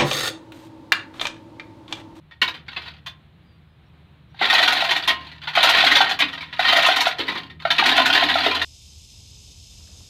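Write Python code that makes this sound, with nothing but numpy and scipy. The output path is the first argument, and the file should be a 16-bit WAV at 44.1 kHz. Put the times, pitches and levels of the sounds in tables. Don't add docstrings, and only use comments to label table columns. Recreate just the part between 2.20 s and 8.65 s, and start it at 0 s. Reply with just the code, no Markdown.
import sys
import numpy as np
from scipy import signal
from scipy.fft import rfft, irfft
from scipy.io import wavfile
from scipy.ndimage import uniform_filter1d, minimum_filter1d

SR = 44100
rng = np.random.default_rng(int(sys.argv[2]) if len(sys.argv) > 2 else 0)


def dump(signal):
    limited = np.clip(np.atleast_2d(signal).T, -1, 1)
    pcm = np.round(limited * 32767).astype(np.int16)
    wavfile.write(sys.argv[1], SR, pcm)


N = 284344
TIME = np.arange(N) / SR


def amp(db):
    return 10 ** (np.asarray(db) / 20)


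def unit(x):
    return x / np.sqrt(np.mean(x ** 2) + 1e-20)


def read(points, hz):
    point_hz, value = np.transpose(points)
    return np.interp(np.log(hz + 1), np.log(point_hz + 1), value)


def add(mix, s, sound):
    part = mix[max(round(s * SR), 0):][:len(sound)]
    part += sound[:len(part)]


def band(x, low_hz, high_hz):
    return signal.sosfilt(signal.butter(2, [low_hz, high_hz], "band", fs=SR, output="sos"), x)


def colour(x, gain_db):
    log_gain = np.log(amp(np.maximum(gain_db - gain_db.max(), -100)))
    circle = np.concatenate([log_gain, log_gain[-2:0:-1]])
    taps = irfft(np.exp(np.conj(signal.hilbert(circle)))[:len(log_gain)])
    return signal.fftconvolve(x, taps)[:len(x)]


# (pitch_hz, relative level_db)
AIR = [(15, -65.5), (25, -43.5), (48, -21.5), (64, -7.5), (101, -4.5), (160, -2), (253, -18), (313, -16),
       (433, -24.5), (469, -24), (741, -24.5), (4000, -30.5), (4800, -45.5), (5880, -55), (15500, -58.5)]
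# (time_s, relative level_db of the low tone, relative level_db of its octave)
MOTOR = [(0.0, -59, -59), (0.9, -49, -54), (0.95, -61.5, -68), (3.43, -53, -49.5), (4.92, -56.5, -60.5),
         (5.44, -53.5, -45.5), (6.45, -44.5, -57)]
# (time_s, firing rate_hz)
MOTOR_RATE = [(0, 75.8), (5.7, 79), (6.2, 83.7)]


def yard(air_db=-52.5, swell_db=1, hiss_db=-84, rumble_db=-70, motor_db=-1):
    drift = []
    for _ in range(4):
        slow = uniform_filter1d(rng.standard_normal(N), size=5000)
        drift.append(unit(uniform_filter1d(slow, size=3000)))
    air_gain = amp(read(AIR, np.fft.rfftfreq(N, 1 / SR)))
    air = irfft(rfft(rng.standard_normal(N)) * air_gain, N)
    air = amp(air_db + swell_db * drift[3]) * unit(air)
    hiss = amp(hiss_db) * rng.standard_normal(N)
    rumble = amp(rumble_db) * unit(band(rng.standard_normal(N), 35, 65))

    s, *columns = np.transpose(MOTOR)
    low_db, high_db = (motor_db + np.interp(TIME, s, column) for column in columns)
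    hz = np.interp(TIME, *np.transpose(MOTOR_RATE))
    phase = 2 * np.pi * np.cumsum(hz * (1 + 0.012 * drift[0])) / SR
    low = amp(low_db + 2 * drift[1]) * np.sin(phase)
    octave = amp(high_db + 2 * drift[2]) * np.sin(2 * phase)
    return air + hiss + rumble + np.sqrt(2) * (low + octave)


# (start_s, length_s, start_pitch_hz, end_pitch_hz, level_db)
CHIRPS = [(1.2, 0.23, 4950, 4500, -70.5), (1.44, .16, 5100, 4850, -81), (1.655, .025, 5700, 5400, -73),
          (2.09, .04, 5800, 5600, -75)]


def bird(flutter=0.014):
    out = np.zeros(N)
    for s, length, start_hz, end_hz, db in CHIRPS:
        hz = np.geomspace(start_hz, end_hz, round(length * SR))
        wobble = unit(uniform_filter1d(rng.standard_normal(len(hz)), size=150))
        hz = hz * (1 + flutter * wobble)
        add(out, s, amp(db) * np.hanning(len(hz)) * np.sin(2 * np.pi * np.cumsum(hz) / SR))
    return out


# (pitch_hz, time to fall by 60 dB_s)
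SHED = [(250, 0.99), (700, 0.25), (1800, 0.27), (4500, 0.14), (12000, 0.12)]


def shed(x, wet_db=-10, first_s=.012):
    taps = rng.standard_normal(SR // 2) * (rng.random(SR // 2) < 3000 / SR)
    hz, t, z = signal.stft(taps, SR, nperseg=256)
    fade = amp(-60 * t / read(SHED, hz)[:, None])
    tail = signal.istft(z * fade, SR, nperseg=256)[1]
    out = x.copy()
    add(out, first_s, amp(wet_db) * signal.fftconvolve(x, tail / np.linalg.norm(tail)))
    return out


# (start_s, relative level_db, pitch_hz)
BUMPS = [(0.215, -29, 340), (0.566, -40.5, 340), (2.209, -24, 306), (2.916, -41, 285), (4.019, -35, 265),
         (4.988, -20, 352), (5.08, -25, 272), (5.149, -32, 250), (5.586, -24, 284), (5.659, -21, 333),
         (5.8, -23, 264), (6.028, -21, 255), (6.262, -20.5, 375)]


def bumps(level_db=-3, octaves=0.48, rise_s=.003, t60_s=0.22):
    t, hz = np.arange(SR // 3) / SR, np.fft.rfftfreq(4096, 1 / SR)
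    out = np.zeros(N)
    for s, db, pitch in BUMPS:
        blow = rng.standard_normal(len(t)) * amp(-60 * t / t60_s) * (1 - np.exp(-t / rise_s))
        distance = np.log2((hz + 1) / pitch) / octaves
        blow = colour(blow, -10 * np.log10(1 + distance ** 4))
        add(out, s, amp(db + level_db) * blow / abs(blow).max())
    return out


# (pitch_hz, relative level_db, time to fall by 60 dB_s)
FRAME = [(270.6, -12, 0.19), (309, -12.5, 0.11), (1002, -4, 0.09), (1054, -3, 0.18), (1980, -6, .12),
         (2915, -6.5, 0.18)]


def frame(chain, contact, level_db=-39, firmness=1.2):
    t = np.arange(SR // 2) / SR
    drive = chain * contact ** firmness
    rings = np.zeros(N)
    for hz, db, t60 in FRAME:
        tone = amp(-60 * t / t60) * np.sin(2 * np.pi * hz * t)
        rings += amp(db) * unit(signal.fftconvolve(drive, tone)[:N])
    clatter = band(chain * contact, 220, 480)
    return amp(level_db) * rings + clatter


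PULL_SKEW, SWAY_SKEW = 0.58, 0.63


def stroke(start, length, skew):
    progress = np.clip((TIME - start) / length, 0, 1)
    return np.maximum(np.sin(np.pi * progress ** skew), 0)


# (start_s, length_s, relative level_db at full speed, closeness of the loop to the frame_db)
PULLS = [(2.19, 0.74, -17, -15), (3.335, 0.64, -14.5, -17), (4.42, 0.54, -14.5, -17),
         (5.56, 0.98, -16, -2.5)]
SWAYS = [(0.216, 0.24, -44.5, -13), (0.461, 0.35, -38, -11.5), (2.139, 0.34, -41, -20),
         (2.803, 0.42, -36.5, -2), (3.209, 0.48, -28, -13.5), (4, 0.35, -36, -7.5), (4.327, 0.26, -28, -14),
         (4.964, 0.33, -29, -3), (5.394, 0.49, -28, -19)]


def motion(speed_power=0.84):
    moves = [(row, PULL_SKEW) for row in PULLS] + [(row, SWAY_SKEW) for row in SWAYS]
    levels = []
    for (s, length, db, _), skew in moves:
        levels.append(amp(db) * stroke(s, length, skew) ** speed_power)
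    levels = np.array(levels) + 1e-9
    closeness = amp([touch_db for (*_, touch_db), _ in moves])
    contact = closeness @ levels / levels.sum(0)
    pulled, slack = levels[:len(PULLS)].sum(0), levels[len(PULLS):].sum(0)
    return pulled, slack, contact


def passing_links(level, links_per_s=34, scatter_db=3, jitter_s=.006):
    speed = sum(stroke(s, length, PULL_SKEW) for s, length, _, _ in PULLS)
    links_passed = np.cumsum(speed) * links_per_s / SR + rng.random()
    at = np.flatnonzero(np.diff(np.floor(links_passed)))
    late, strength = rng.uniform(-1, 1, size=(N // 100, 2))[:len(at)].T
    db = 20 * np.log10(level[at]) + scatter_db * strength
    return list(zip(at / SR + jitter_s * late, db))


# (start_s, level_db, pitch_hz)
PINGS = [(0.218, -13, 2233), (0.22, -17.5, 1032), (0.864, -29, 3470), (2.459, -16, 3210), (4.01, -15, 2250),
         (5.08, -24, 2270), (5.799, -10, 1036), (6.262, -18.5, 426.5), (6.309, -16, 2420),
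         (6.323, -19, 1014)]


def pings(t60=0.099, rise_s=.002):
    t, out = np.arange(SR // 3) / SR, np.zeros(N)
    for s, db, hz in PINGS:
        loudness = amp(db - 60 * t / t60) * (1 - np.exp(-t / rise_s))
        add(out, s, loudness * np.sin(2 * np.pi * hz * t))
    return out


def wheel(running, level_db=3, centre_hz=735, width_hz=170, octave_db=-6):
    low = band(running, centre_hz - width_hz / 2, centre_hz + width_hz / 2)
    high = band(running, 2 * centre_hz - width_hz / 2, 2 * centre_hz + width_hz / 2)
    return amp(level_db) * (low + amp(octave_db) * high)


# (time_s, relative level_db, pitch_hz)
KNOCKS = [(2.144, -43.5, 796), (2.212, -14.5, 762), (2.331, -14.5, 765), (2.401, -17, 668),
          (2.622, -15.5, 693), (2.762, -23, 717), (3.276, -24, 864), (3.374, -7.5, 706), (3.444, -13, 668),
          (3.637, -11.5, 716), (3.703, -18.5, 748), (3.805, -3.5, 775), (3.912, -20, 755),
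          (4.392, -13, 711), (4.529, -12.5, 683), (4.585, -12.5, 687), (4.686, -9.5, 706),
          (4.867, -10.5, 694), (5.452, -12.5, 688), (5.623, -12.5, 797), (5.784, -6, 691),
          (6.025, -13, 712), (6.155, -10, 694), (6.262, -11, 683)]
# (lowest_hz, highest_hz)
SOFT_KNOCK_HZ = (665, 798)
# (multiple of the knock pitch, relative level_db, time to fall by 60 dB_s)
WHEEL = [(1, 1.5, 0.028), (1.13, -8.5, 0.035), (2.0, -7, 0.036)]


def knocks(level, level_db=4.0, soft_db=-10, rise_s=0.0036, lead_s=0.00051):
    t, out = np.arange(SR // 8) / SR, np.zeros(N)
    soft = [(s, db + soft_db, rng.uniform(*SOFT_KNOCK_HZ)) for s, db in passing_links(level)]
    for s, db, hz in list(KNOCKS) + soft:
        ring = np.zeros(len(t))
        for multiple, tone_db, t60 in WHEEL:
            ring += amp(tone_db - 60 * t / t60) * np.sin(2 * np.pi * (multiple * hz * t + rng.random()))
        ring = ring * (1 - np.exp(-(t / rise_s) ** 2))
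        add(out, s - lead_s, amp(db + level_db) * ring / abs(ring).max())
    return out


# (pitch_hz, relative level_db)
STEEL = [(100, -30), (200, -25.5), (280, -15.5), (500, -18), (720, -4.5), (1150, -6), (1900, -3),
         (3500, -2.5), (4450, -7), (5200, -17), (6500, -23), (8000, -32), (13000, -32), (15500, -40.5)]
# (pitch_hz, relative damping_hz, relative level_db)
HOUSING = [(1055, 23, 1.5), (1270, 31, -17), (1253, 14, -6.5), (1405, 73, 3.5), (1600, 33, -18),
           (1872, 80, 13.5), (2050, 23, -1), (2073, 98, -8.5), (2350, 30, -1), (2626, 190, 7.5),
           (3053, 59, 3.5), (3116, 100, 5), (3173, 55, 3.5), (3450, 50, 7.5), (3555, 17, -8.5),
           (3807, 55, 6.5), (4104, 83, 1.5), (4222, 87, 5.5), (4400, 38, -18)]


def link(treble_db, note_hz, chatter_s, note_db, ring_t60=0.093, modes_db=-1, note_t60=0.038,
         touch_s=.00008, first_touch=0.87, count=5):
    t, hz = np.arange(7000) / SR, np.fft.rfftfreq(2048, 1 / SR)
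    crack = rng.standard_normal(len(t)) * amp(-60 * t / ring_t60)
    tone_db = read(STEEL, hz) + treble_db * np.clip((hz - 4500) / 1500, 0, 1)
    f, damping, db = np.transpose(HOUSING)[:, :, None]
    weight, phase = rng.standard_normal((2, len(HOUSING), 1))
    modes = weight * amp(db) * np.sin(2 * np.pi * (f * t + phase)) * np.exp(-np.pi * damping * .8 * t)
    modes = modes.sum(0) * (1 - np.exp(-t / touch_s))
    body = unit(colour(crack, tone_db)) + amp(modes_db) * unit(modes)

    hit = first_touch * body
    for k, (jitter, size) in enumerate(rng.uniform(.3, 1, size=(count, 2))):
        add(hit, (k + jitter) / count * chatter_s, size * body * rng.choice([-1, 1]))
    note = np.sin(2 * np.pi * (note_hz * t + rng.random()))
    note = note * amp(-60 * t / note_t60) * (1 - np.exp(-t / (chatter_s / 2)))
    hit = unit(hit) + amp(note_db) * unit(note)
    return hit / np.sqrt(uniform_filter1d(hit ** 2, size=300).max())


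def jingle(level_db=-4, per_s=180, spread_db=4.5, treble_db=-4, count=70):
    happens = rng.random(N) < per_s / SR
    sizes = amp(spread_db * np.minimum(rng.exponential(1, N), 3)) * happens
    links = [link(treble_db, rng.uniform(1400, 4600), chatter_s=.003, note_db=-6) for _ in range(count)]
    out = np.zeros(N)
    for at in np.flatnonzero(sizes):
        add(out, at / SR, sizes[at] * links[at % count])
    return amp(level_db) * unit(out)


# (time_s, relative level_db, relative treble_db, strongest note pitch_hz)
CLACKS = [(0.112, -30, -42.5, 1876), (0.217, -1, -33, 2830), (0.222, -5, -40, 3050),
          (0.278, -9.5, -34, 3850), (0.342, -23.5, -36, 3120), (0.483, -19.5, -48, 2200),
          (0.564, -12.5, -48, 2606), (0.573, -21, -51.5, 3405), (0.66, -27, -40.5, 1860),
          (0.678, -24, -41, 3880), (0.863, -20.5, -27.5, 3180), (0.869, -22.5, -55.5, 3230),
          (2.194, -21.5, -57, 3490), (2.213, -8.5, -47, 2060), (2.223, -4, -45, 1974),
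          (2.243, -5.5, -40, 1970), (2.3, -1.5, -33, 3540), (2.337, -4.5, -29, 2580),
          (2.349, -1.5, -41, 4060), (2.382, -0.5, -33.5, 3310), (2.427, -1, -34, 1950),
          (2.477, -1, -33, 1455), (2.525, -6.5, -26, 2700), (2.567, -7.5, -33, 3500),
          (2.636, -17, -26, 3640), (2.71, -2.5, -36, 1890), (2.764, -7.5, -29, 3670),
          (2.877, -2, -27, 3535), (2.886, -2, -40.5, 3266), (2.902, -4.5, -47, 2240),
          (3.218, -26, -41.5, 3440), (3.274, -11.5, -39, 1440), (3.353, -4.5, -33.5, 3200),
          (3.371, -4, -53, 1266), (3.43, 2.5, -28.5, 3580), (3.493, -3.5, -22.5, 4110),
          (3.537, -4.5, -47, 1956), (3.569, -10, -34, 1950), (3.64, -6.5, -27, 3090),
          (3.666, 2.5, -34.5, 3230), (3.716, 2, -31.5, 1883), (3.755, 8, -32.5, 3490),
          (3.806, 2.5, -36.5, 1397), (3.868, -8.5, -41, 1390), (3.895, -10.5, -28.5, 2475),
          (3.912, -6.5, -34.5, 1850), (3.991, -8.5, -25, 2416), (4.004, -2, -35.5, 3534),
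          (4.02, -2, -46.5, 2504), (4.085, -18, -35, 3480), (4.131, -16.5, -34, 3080),
          (4.178, -18.5, -42, 1970), (4.208, -18, -35, 2230), (4.227, -19.5, -41, 2180),
          (4.328, -17.5, -41, 1900), (4.394, -4, -37, 1468), (4.451, -4.5, -40, 3170),
          (4.483, -1, -36, 3100), (4.526, -2, -31, 1970), (4.565, 2.5, -31, 1914),
          (4.586, -4.5, -37.5, 1950), (4.624, -7.5, -24, 3560), (4.663, -2.5, -26, 1850),
          (4.763, -5, -21, 3650), (4.808, -1.5, -25, 3720), (4.856, -6, -35.5, 3420),
          (4.87, -9.5, -26, 1484), (4.986, -12.5, -33, 3130), (5.001, -9.5, -46.5, 3030),
          (5.081, -8.5, -38, 1990), (5.09, -14, -49.5, 2060), (5.156, -14, -46, 1180),
          (5.177, -18.5, -35, 2260), (5.3, -26.5, -40, 3580), (5.452, -9, -46, 1500),
          (5.505, -0.5, -34.5, 3600), (5.583, -1, -36, 2600), (5.594, 0, -42.5, 1200),
          (5.66, -3.5, -27, 3150), (5.695, -8, -36, 3120), (5.767, -3.5, -27.5, 3050),
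          (5.78, 1.5, -42, 1445), (5.858, -1.5, -32, 1486), (5.929, -1, -32.5, 3167),
          (5.951, -3, -33.5, 3530), (6.022, -5.5, -46, 1423), (6.094, -5.5, -36, 1923),
          (6.157, -10, -34.5, 1360), (6.262, -3, -36, 3724), (6.349, -9, -32, 4070),
          (6.417, -4.5, -31.5, 1844)]


def clacks(level, level_db=-12, usual_treble_db=-34, lead_s=0.000991, passing_db=-5):
    out = np.zeros(N)
    for s, db, treble_db, hz in CLACKS:
        treble = np.clip(treble_db - usual_treble_db, -20, 8)
        hit = link(treble, hz, chatter_s=.011, note_db=-6.0)
        add(out, s - lead_s, amp(db + level_db) * hit)
    for s, db in passing_links(level):
        hit = link(rng.uniform(-12, 6), rng.uniform(1400, 4200), chatter_s=.005, note_db=-9)
        add(out, s, amp(db + passing_db) * hit)
    return out


def scene(lowest_hz=150):
    pulled, slack, contact = motion()
    rattle = jingle()
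    chain = clacks(pulled) + (pulled + slack) * rattle + knocks(pulled) + wheel(pulled * rattle)
    steel = chain + pings() + bumps() + frame(chain, contact)
    no_bass = signal.butter(3, lowest_hz, "high", fs=SR, output="sos")
    steel = signal.sosfilt(no_bass, steel)
    return (shed(steel + bird()) + yard())[None]


def record(dry, ceiling=0.74, edge_hz=15750):
    gain = np.minimum(1, ceiling / (abs(dry) + 1e-9))
    gain = uniform_filter1d(minimum_filter1d(gain, size=200), size=200)
    low_pass = signal.firwin(511, edge_hz, window=("kaiser", 9), fs=SR)
    return signal.oaconvolve(dry * gain, low_pass[None], "same")


dry = scene()
out = record(dry)
dump(out)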